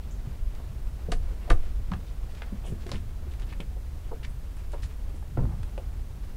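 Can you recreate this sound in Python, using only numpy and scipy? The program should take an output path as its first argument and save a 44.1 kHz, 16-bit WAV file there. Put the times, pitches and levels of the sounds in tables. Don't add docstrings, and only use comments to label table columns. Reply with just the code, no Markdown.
import sys
import numpy as np
from scipy import signal
from scipy.fft import rfft, irfft
from scipy.io import wavfile
from scipy.ndimage import uniform_filter1d

SR = 44100
rng = np.random.default_rng(int(sys.argv[2]) if len(sys.argv) > 2 else 0)


def transcribe(u):
    v = np.clip(np.atleast_2d(u).T, -1, 1)
    q = np.round(v * 32767).astype(np.int16)
    wavfile.write(sys.argv[1], SR, q)


def amplitude_ratio(level_db):
    exponent = np.asarray(level_db, float) / 20
    return 10 ** exponent


N = 280652

# f/Hz, density/dB per Hz
FLOOR_SPECTRUM = [(5.9, -28), (10, 1), (32, -3), (56, 3), (79, -19.5), (171, -38), (280, -29.5),
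                  (2280, -44), (14500, -50), (15900, -51)]
FLOOR_DB = -39
# f/Hz, width/Hz, level/dB
MACHINE_DRONES = [(47.26, 5.1, -43.5), (69, 9.3, -45), (132, 7.4, -59)]
# t/s, level/dB
RUSTLE_LEVEL = [(0.0, -52.5), (0.81, -53), (1.61, -49.5), (1.75, -52), (2.82, -51.5), (3.13, -55),
                (3.49, -49.5), (3.77, -56), (4.14, -52), (4.48, -55.5), (4.75, -51.5), (4.9, -53),
                (5.17, -54.5), (5.47, -53), (5.85, -54.5), (6.36, -54)]
# f/Hz, density/dB per Hz
RUSTLE_SPECTRUM = [(130, -12), (220, 4), (400, 6.5), (1000, -1.5), (3000, -10.5), (5000, -16.5),
                   (9000, -25.5)]
# peak level/dB, start f/Hz, end f/Hz, length/ms
CHIRP = (-52.5, 5749, 7900, 6.5)
CHIRP_S = 0.109
# f/Hz, t60/s
YARD_T60 = [(200, 0.19), (1000, 0.1), (4000, 0.098), (10000, 0.16)]
# f/Hz, level/dB
MIC_PORT = [(20, 12.5), (10300, -9.5), (11300, -18), (12500, -17), (16000, -33)]

# low f/Hz, high f/Hz
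TIMBER_BANDS = [(12, 45), (45, 105), (105, 235)]
REST_DB = (-37, -44, -54.5)
# t/s of strongest shake, level/dB, length/s
BEAM_SHAKES = [(0.443, -27, 0.1), (0.74, -44, 0.04), (0.877, -28.5, 0.047), (1.2, -28.5, 0.13),
               (1.748, -24.5, 0.095), (2.21, -35.5, 0.081), (2.947, -33, 0.057), (3.426, -29, 0.047),
               (4.305, -38, 0.075), (4.756, -33.5, 0.093), (5.413, -27, 0.11), (5.602, -28.5, 0.058),
               (5.974, -26.5, 0.03), (6.144, -31, 0.029)]
# t/s of strongest shake, level/dB, length/s
JOIST_SHAKES = [(0.348, -43.5, 0.17), (0.715, -39, .05), (0.923, -44, 0.046), (1.163, -40, 0.11),
                (1.524, -28, 0.04), (1.793, -36, 0.031), (1.94, -35.5, .1), (2.74, -38, 0.054),
                (2.957, -37.5, 0.18), (4.213, -42, 0.1), (4.83, -38.5, 0.087), (5.425, -30, 0.22),
                (5.952, -39, 0.047), (6.162, -44, 0.038)]
# t/s of strongest shake, level/dB, length/s
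PLANK_SHAKES = [(0.267, -47, 0.065), (1.11, -48, .1), (1.67, -55, 0.057), (1.921, -44, 0.068),
                (2.707, -41, 0.078), (2.93, -39, 0.051), (3.5, -55.5, 0.16), (4.258, -51, 0.037),
                (4.8, -51.5, 0.075), (5.412, -37.5, 0.11)]
RISE_SHARE = 0.4
# t/s, peak level/dB, f/Hz, t60/s, direction (down -1, up 1)
DECK_SWAYS = [
    (1.111, -13, 26, 0.23, -1),
    (1.503, -1, 30.6, 0.13, -1),
    (1.51, -9.5, 13.6, 0.58, 1),
    (3.385, -19, 35.2, 0.31, 1),
    (5.385, -17.5, 31, 0.33, 1),
]

# t/s, peak level/dB, f/Hz, t60/s
LOW_NOTES = [(0.272, -24, 117, 0.075), (1.087, -25, 166, 0.053), (1.501, -23, 135, 0.14),
             (1.913, -21.5, 181, 0.16), (2.522, -28.5, 201, 0.067), (2.721, -25.5, 116, 0.084),
             (2.949, -34, 193, 0.14), (3.597, -50, 236, 0.1), (5.392, -21.5, 150, 0.07),
             (5.381, -13.5, 121, 0.085), (5.452, -38, 100, 0.1), (5.489, -29, 100, 0.092)]
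# t/s, peak level/dB, f/Hz, t60/s
MID_NOTES = [(0.588, -50, 280, 0.06), (1.083, -36, 332, 0.039), (1.475, -37, 584, 0.085),
             (1.912, -46, 264, 0.061), (1.937, -36.5, 340, 0.046), (2.522, -35, 370, 0.054),
             (2.644, -52, 431, 0.049), (2.722, -31, 388, 0.094), (2.863, -31, 370, 0.06),
             (2.888, -35, 382, 0.066), (3.266, -38, 366, 0.11), (3.599, -38, 283, 0.028),
             (3.763, -45, 460, 0.036), (4.118, -28, 460, 0.088), (4.734, -30, 630, 0.027),
             (5.142, -38, 300, 0.038), (5.374, -28, 327, 0.064), (5.453, -38, 264, 0.053),
             (5.778, -27.5, 523, 0.051)]
# t/s, peak level/dB, f/Hz, t60/s
HIGH_NOTES = [(1.936, -32, 1720, 0.034), (1.918, -39, 1150, 0.04), (2.4194, -39, 2440, 0.04),
              (2.9432, -42, 1840, 0.046), (3.5254, -43, 1700, 0.04), (3.6033, -33.5, 2280, 0.025),
              (4.2481, -37.5, 1850, 0.04), (4.8322, -41, 1620, 0.03), (5.3716, -35, 1350, 0.044),
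              (5.778, -43, 1200, 0.055)]
# t/s, peak level/dB, f/Hz, t60/s
MORE_NOTES = [(1.476, -33, 720, 0.046), (1.505, -33, 1330, 0.018), (2.419, -47, 4240, 0.022),
              (2.699, -41, 476, .04), (2.916, -29, 560, 0.035), (2.917, -32, 994, 0.031),
              (2.917, -31, 4020, .015), (2.918, -32, 4970, 0.014), (2.956, -37, 2800, 0.025),
              (3.604, -33, 3120, 0.025), (3.605, -44, 3700, .02), (4.116, -36, 880, 0.045),
              (4.83, -42, 3960, .02), (5.226, -42, 800, 0.04), (5.372, -30, 660, 0.09),
              (5.631, -44, 2640, .025), (5.778, -42, 2620, 0.033), (1.508, -23, 300, 0.053),
              (5.376, -24, 229, 0.073), (5.378, -32, 399, .14), (5.441, -19.5, 92, 0.27)]
# f/Hz, level/dB, t60/s
BOARD_MODES = [(332, -26, 0.11), (462, -2.5, 0.033), (718, -4.5, 0.054), (1190, -4, 0.029),
               (1400, -6.5, 0.02), (1700, -7, 0.021), (2000, -6.5, 0.019), (2450, -31, .025)]
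# t/s, level/dB, contact/ms
FLAT_BLOWS = [
    (1.1195, -31.5, 0.79),
    (1.1225, -23, 1.5),
    (1.5026, -24, 1.95),
    (1.504, -32, 0.77),
    (1.5061, -20.5, 0.59),
    (1.512, -20.5, 1.0),
]

# f/Hz, level/dB
AIR_PUFF = [(2500, -52), (5000, -31), (7500, -5.5), (10000, -2.5), (16000, -16)]
# t/s, peak level/dB, colour f/Hz, spread/octaves
TICKS = [(1.1203, -23, 2570, 1.1), (1.1234, -23.5, 1800, 1.02), (1.494, -31, 554, 0.57),
         (1.4985, -45, 2200, 0.77), (1.5017, -24, 2100, 0.69), (1.5034, -19, 2160, 1),
         (1.5057, -23, 1900, 0.93), (1.5064, -17, 1340, 0.32), (1.5136, -30, 1390, 0.57),
         (1.5170, -33, 740, 0.88), (1.9186, -34.5, 3180, 0.63), (1.9194, -34, 1200, .35),
         (1.9374, -34, 1840, 0.59), (1.9425, -40, 1200, 0.39), (2.4206, -32.5, 1890, 0.97),
         (2.4208, -46, 4300, 0.16), (2.8676, -41, 1500, 1.2), (2.8930, -39, 1100, 0.63),
         (2.8949, -35, 3000, 1), (2.9167, -23.5, 3560, 0.67), (2.9168, -38, 910, 0.68),
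         (2.9203, -29, 2500, 0.63), (2.9221, -34, 800, 0.61), (2.9324, -38, 1600, 0.77),
         (2.9373, -39, 3200, 0.55), (2.9434, -38, 1000, .6), (2.9463, -36, 2000, 0.43),
         (2.9536, -44, 2800, .4), (2.9583, -35, 2800, .25), (3.5267, -39, 1100, .5),
         (3.5282, -40, 1900, 0.62), (3.6047, -36.5, 2980, 0.46), (4.1218, -38, 800, 0.45),
         (4.1301, -37, 646, 0.55), (4.2495, -32.5, 2600, 0.83), (4.7216, -44, 3500, 0.83),
         (4.7371, -38.5, 790, 0.97), (4.7437, -36, 990, 0.83), (4.7539, -41, 800, 0.57),
         (4.7628, -42, 800, 0.54), (4.8310, -44, 3800, 0.38), (4.8346, -37.5, 1700, 0.45),
         (4.8461, -46, 800, .5), (5.3740, -33.5, 890, 1.05), (5.3837, -35, 655, 0.51),
         (5.3964, -39, 600, 0.65), (5.4546, -35, 800, 0.62), (5.7793, -37.5, 594, 0.87),
         (5.7794, -43, 2400, 0.64), (5.8001, -39, 550, .4)]
# t/s, peak level/dB, length/ms, colour f/Hz, spread/octaves
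SCUFFS = [(0.012, -52, 51, 3100, 0.4), (0.54, -50, 28, 1600, 0.69), (1.40, -53, 80, 2500, 0.33),
          (1.507, -41, 18, 1490, 0.48), (1.599, -48, 130, 2200, .9), (1.938, -43, 17, 1100, 0.55),
          (2.06, -50, 56, 3500, .7), (2.29, -48, 55, 2600, 1.14), (2.361, -46, 43, 2500, 0.94),
          (2.425, -44, 23, 1870, 0.45), (2.80, -48, 49, 2800, 1.1), (2.925, -41, 53, 1500, 1.2),
          (3.42, -46, 23, 3280, 0.22), (3.485, -45.5, 42, 3000, 0.67), (3.52, -40, 22, 1900, 0.73),
          (3.602, -45, 18, 2900, .35), (4.04, -55, 46, 3000, 0.38), (4.228, -38, 32, 2570, 0.71),
          (4.889, -46.5, 58, 2100, 0.91)]
# t/s, peak level/dB, length/ms, colour f/Hz, spread/octaves
SWISHES = [(1.1172, -32, 9.8, 2600, 1.1), (1.125, -35, 21, 1700, 0.83), (1.499, -26.5, 9.5, 1800, 2),
           (2.645, -43.5, 85, 8000, 0.6), (2.87, -44, 63, 2200, 1.5), (2.919, -43.5, 100, 2310, 0.95),
           (3.31, -45, 27, 3220, 0.45), (4.29, -54, 36, 9500, .2), (4.58, -50, 37, 2200, 1.2),
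           (4.725, -47, 30, 3000, 1.2), (4.822, -38.5, 28, 3600, 0.75), (4.838, -44.5, 33, 3600, 1.1),
           (5.14, -51, 60, 9000, 0.6)]
# t/s, peak level/dB, length/ms, colour f/Hz, spread/octaves
GRINDS = [(.585, -45.5, 37, 720, 0.61), (2.635, -45.5, 76, 2930, 0.25), (2.63, -39.5, 70, 560, 0.59),
          (2.7, -44.5, 30, 244, 0.52), (2.705, -44, 54, 380, 0.22), (4.11, -38.5, 33, 600, 0.64),
          (5.375, -39, 100, 500, 0.94), (5.4, -37.5, 110, 332, 0.6), (5.471, -42.5, 102, 814, 0.74)]
# t/s, peak level/dB, contact/ms, colour/octaves above 1 kHz, spread/octaves
KNOCKS = [(0.591, -47, 20, -2.3, 1), (1.084, -30, 4.6, -1.3, 0.51), (1.477, -43, 9.8, 0.43, 0.68),
          (1.502, -21.5, 7.5, -0.56, 0.95), (1.915, -30.5, 17, -0.082, 0.73),
          (2.522, -33, 7.8, -2.16, 0.62), (2.863, -33, 9.6, -1.17, 1.14), (2.945, -32.5, 8.9, -1.8, 0.9),
          (3.265, -53, 9.8, -2.5, .72), (3.6, -32, 5.5, -1.8, 1.12), (3.764, -43, 8, -1.06, 0.58),
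          (4.111, -33.5, 16, -0.83, 0.81), (4.735, -33, 8.8, -0.85, 0.83), (5.139, -42, 7.3, -1.9, 0.83),
          (5.224, -52, 6.1, 0.5, 0.76), (5.372, -28.5, 15, -1, 0.96), (5.450, -38, 12, -1.4, 0.98),
          (5.776, -36.5, 14, -1.28, 0.75)]
# t/s, peak level/dB, contact/ms, colour/octaves above 1 kHz, air puff level/dB
SLAPS = [(0.5497, -45.5, 3, 1.7, -14), (1.118, -26, 5.8, 1.24, -14), (1.501, -25.5, 2.7, 0.61, -5),
         (1.517, -33, 2.4, 1.3, -12), (1.916, -40, 4.9, 1, -40), (1.935, -32, 4.5, 0.54, -24),
         (2.349, -43, 5, 1.5, -16), (2.4202, -31, 1.9, 0.34, -31), (2.5716, -50, 4, 1.4, -14),
         (2.865, -38, 4, 1.05, -9), (2.8918, -37, 4, 0.52, -8), (2.9162, -31.5, 2.2, 1.95, -32),
         (3.3368, -41.5, 4.2, 1.2, -19), (3.397, -42.5, 3.9, 1.3, -14), (3.418, -42.5, 5.9, 1.2, -14),
         (3.526, -41, 4, 1.2, -10), (3.6031, -38.5, 3.2, 1.2, -4), (4.2479, -38, 4, 1.1, -26),
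         (4.5667, -44, 6.6, 0.76, 2), (4.718, -44.5, 6.2, 1.5, 6), (5.63, -37, 4, 0.66, -5),
         (5.778, -40, 3.8, 0.74, -7)]
SLAP_SPREAD = 1.11
SCUFF_PUFF_DB, SWISH_PUFF_DB, GRIND_PUFF_DB, KNOCK_PUFF_DB = -17, -6, -31, -38


def evened(x):
    return x / np.sqrt(np.mean(abs(x) ** 2) + 1e-20)


def read(points, hz):
    f, value = np.transpose(points)
    return np.interp(np.log(hz + 1), np.log(f + 1), value)


def add(mix, s, sound):
    part = mix[round(s * SR):][:len(sound)]
    part += sound[:len(part)]


def coloured(gain):
    spectrum = rfft(rng.standard_normal(N))
    return evened(irfft(spectrum * gain(np.fft.rfftfreq(N, 1 / SR)), N))


def causal(gain):
    full = np.log(np.concatenate([gain, gain[-2:0:-1]]) + 1e-5)
    return np.exp(np.conj(signal.hilbert(full)))[:len(gain)]


def echoes(x, t60_of, size=16384):
    taps = np.zeros(size)
    at = np.arange(220, size - 22, 22)
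    at = at + rng.integers(0, 22, len(at))
    taps[at] = rng.choice([-1., 1.], len(at))
    hz, t, z = signal.stft(taps, SR, nperseg=256)
    decay = amplitude_ratio(-60 * t / t60_of(hz)[:, None])
    tail = signal.istft(z * decay, SR, nperseg=256)[1]
    return signal.fftconvolve(x, tail / np.linalg.norm(tail))[:N]


def background():
    floor = amplitude_ratio(FLOOR_DB) * coloured(lambda hz: amplitude_ratio(read(FLOOR_SPECTRUM, hz)))
    drones = np.zeros(N)
    for f, width, db in MACHINE_DRONES:
        drones += amplitude_ratio(db) * coloured(lambda hz: 1 / (1 + (2 * (hz - f) / width) ** 2))
    flicker_db = 1.8 * coloured(lambda hz: 1 / (1 + (hz / 25) ** 2))
    level_db = np.interp(np.arange(N) / SR, *np.transpose(RUSTLE_LEVEL)) - 4
    rustle = amplitude_ratio(level_db + flicker_db) * coloured(lambda hz: amplitude_ratio(read(RUSTLE_SPECTRUM, hz)))
    return floor + drones + rustle


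def bird():
    db, start_hz, end_hz, ms = CHIRP
    out, count = np.zeros(N), round(ms * SR / 1000)
    turns = np.cumsum(np.linspace(start_hz, end_hz, count)) / SR
    whistle = np.sin(2 * np.pi * turns) * signal.windows.tukey(count, 0.25)
    add(out, CHIRP_S, amplitude_ratio(db) * whistle)
    return out + amplitude_ratio(1.0) * echoes(out, lambda hz: 0.25 + 0 * hz)


def shaking(rest_db, shakes):
    t = np.arange(N) / SR
    power = amplitude_ratio(rest_db) ** 2
    for s, db, length in shakes:
        reach = length * np.where(t < s, RISE_SHARE, 1)
        power = power + amplitude_ratio(db) ** 2 * np.exp(-2 * ((t - s) / reach) ** 2)
    return np.sqrt(power)


def tremble():
    out = np.zeros(N)
    timbers = (BEAM_SHAKES, JOIST_SHAKES, PLANK_SHAKES)
    for rest_db, shakes, (lo, hi) in zip(REST_DB, timbers, TIMBER_BANDS):
        rumble = coloured(lambda hz: 1 / np.sqrt((1 + (lo / (hz + 1)) ** 8) * (1 + (hz / hi) ** 8)))
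        out += shaking(rest_db, shakes) * rumble
    return out


def sways():
    out, t = np.zeros(N), np.arange(SR // 2) / SR
    onset = 1 - np.exp(-t / 0.012)
    for s, db, hz, t60, way in DECK_SWAYS:
        swing = amplitude_ratio(db - 60 * t / t60) * np.sin(2 * np.pi * hz * t)
        add(out, s, np.sign(way) * swing * onset)
    return out


def ring(hz, t60, rise_cycles, detune):
    t = np.arange(SR // 4) / SR
    pair = np.sin(2 * np.pi * hz * t) + 0.53 * np.sin(2 * np.pi * hz * detune * t)
    return pair * amplitude_ratio(-60 * t / t60) * (1 - np.exp(-t * hz / rise_cycles))


def planks():
    out, notes = np.zeros(N), LOW_NOTES + MID_NOTES + HIGH_NOTES + MORE_NOTES
    sides = np.sign(rng.standard_normal(len(notes)))
    for (s, db, hz, t60), side in zip(notes, sides):
        note = ring(hz, t60, rise_cycles=0.44, detune=1 + 0.078 * side)
        add(out, s, amplitude_ratio(db - 5) * note / abs(note).max())
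    boards = sum(amplitude_ratio(db) * ring(hz, t60, rise_cycles=0.33, detune=1.042) for hz, db, t60 in BOARD_MODES)
    for s, db, ms in FLAT_BLOWS:
        push = np.hanning(max(round(ms * SR / 2000), 3))
        add(out, s, amplitude_ratio(db) * np.convolve(boards, push / push.sum()))
    return out


def ticks(size=2048):
    out, hz = np.zeros(N), np.fft.rfftfreq(size, 1 / SR)
    for s, db, colour_hz, spread in TICKS:
        sole = np.exp(-0.5 * (np.log2(hz / colour_hz + 1e-3) / max(spread, 0.1)) ** 2)
        sound = irfft(causal(sole * amplitude_ratio(read(MIC_PORT, hz))))[:size // 2]
        add(out, s - abs(sound).argmax() / SR, amplitude_ratio(db) * sound / abs(sound).max())
    return out


def struck(t, length):
    return (1 - np.exp(-t / (0.14 * length))) * np.exp(-(t / length) ** 1.15)


def dragged(t, length):
    return np.sin(np.pi * np.minimum(t / length, 1) ** 0.7) ** 0.9


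def contacts(table, shape, grain_db, size):
    out, t, hz = np.zeros(N), np.arange(size) / SR, np.fft.rfftfreq(size, 1 / SR)
    port = amplitude_ratio(read(MIC_PORT, hz))
    for s, db, ms, colour, spread, puff_db in table:
        noise, grit = rng.standard_normal((2, size))
        grit = amplitude_ratio(grain_db * evened(uniform_filter1d(grit, size=40)))
        force = rfft(noise * grit * shape(t, max(ms, 0.5) / 1000))
        force /= np.sqrt(uniform_filter1d(abs(force) ** 2, size=size // 64))
        sole = np.exp(-0.5 * ((np.log2(hz / 1000 + 1e-3) - colour) / max(spread, 0.2)) ** 2)
        air = amplitude_ratio(puff_db + read(AIR_PUFF, hz))
        sound = irfft(force * causal((sole + air) * port))
        add(out, s, amplitude_ratio(db) * sound[:size // 2] / abs(sound).max())
    return out


def drags(table, puff_db):
    rows = [(s, db, ms, np.log2(hz / 1000), spread, puff_db) for s, db, ms, hz, spread in table]
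    return contacts(rows, dragged, grain_db=3.5, size=16384)


def knocks():
    rows = [(*row, KNOCK_PUFF_DB) for row in KNOCKS]
    return contacts(rows, struck, grain_db=3.5, size=8192)


def slaps():
    rows = [(s, db, ms, colour, SLAP_SPREAD, puff_db) for s, db, ms, colour, puff_db in SLAPS]
    return contacts(rows, struck, grain_db=1.0, size=8192)


def scene():
    far = background() + bird() + tremble() + sways()
    steps = planks() + ticks() + knocks() + slaps()
    steps += drags(SCUFFS, SCUFF_PUFF_DB) + drags(SWISHES, SWISH_PUFF_DB) + drags(GRINDS, GRIND_PUFF_DB)
    steps += amplitude_ratio(-6.0) * echoes(steps, lambda hz: read(YARD_T60, hz))
    return (steps + far)[None]


def roll_off(x):
    return signal.sosfilt(signal.butter(12, 16060, fs=SR, output="sos"), x)


def record(dry):
    edge = signal.firwin(1023, 15790, window=("kaiser", 9), fs=SR)
    padded = np.pad(dry, ((0, 0), (511, 511)), "reflect", reflect_type="odd")
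    mix = signal.oaconvolve(padded, edge[None], "valid")
    return roll_off(mix)


dry = scene()
out = record(dry)
transcribe(out)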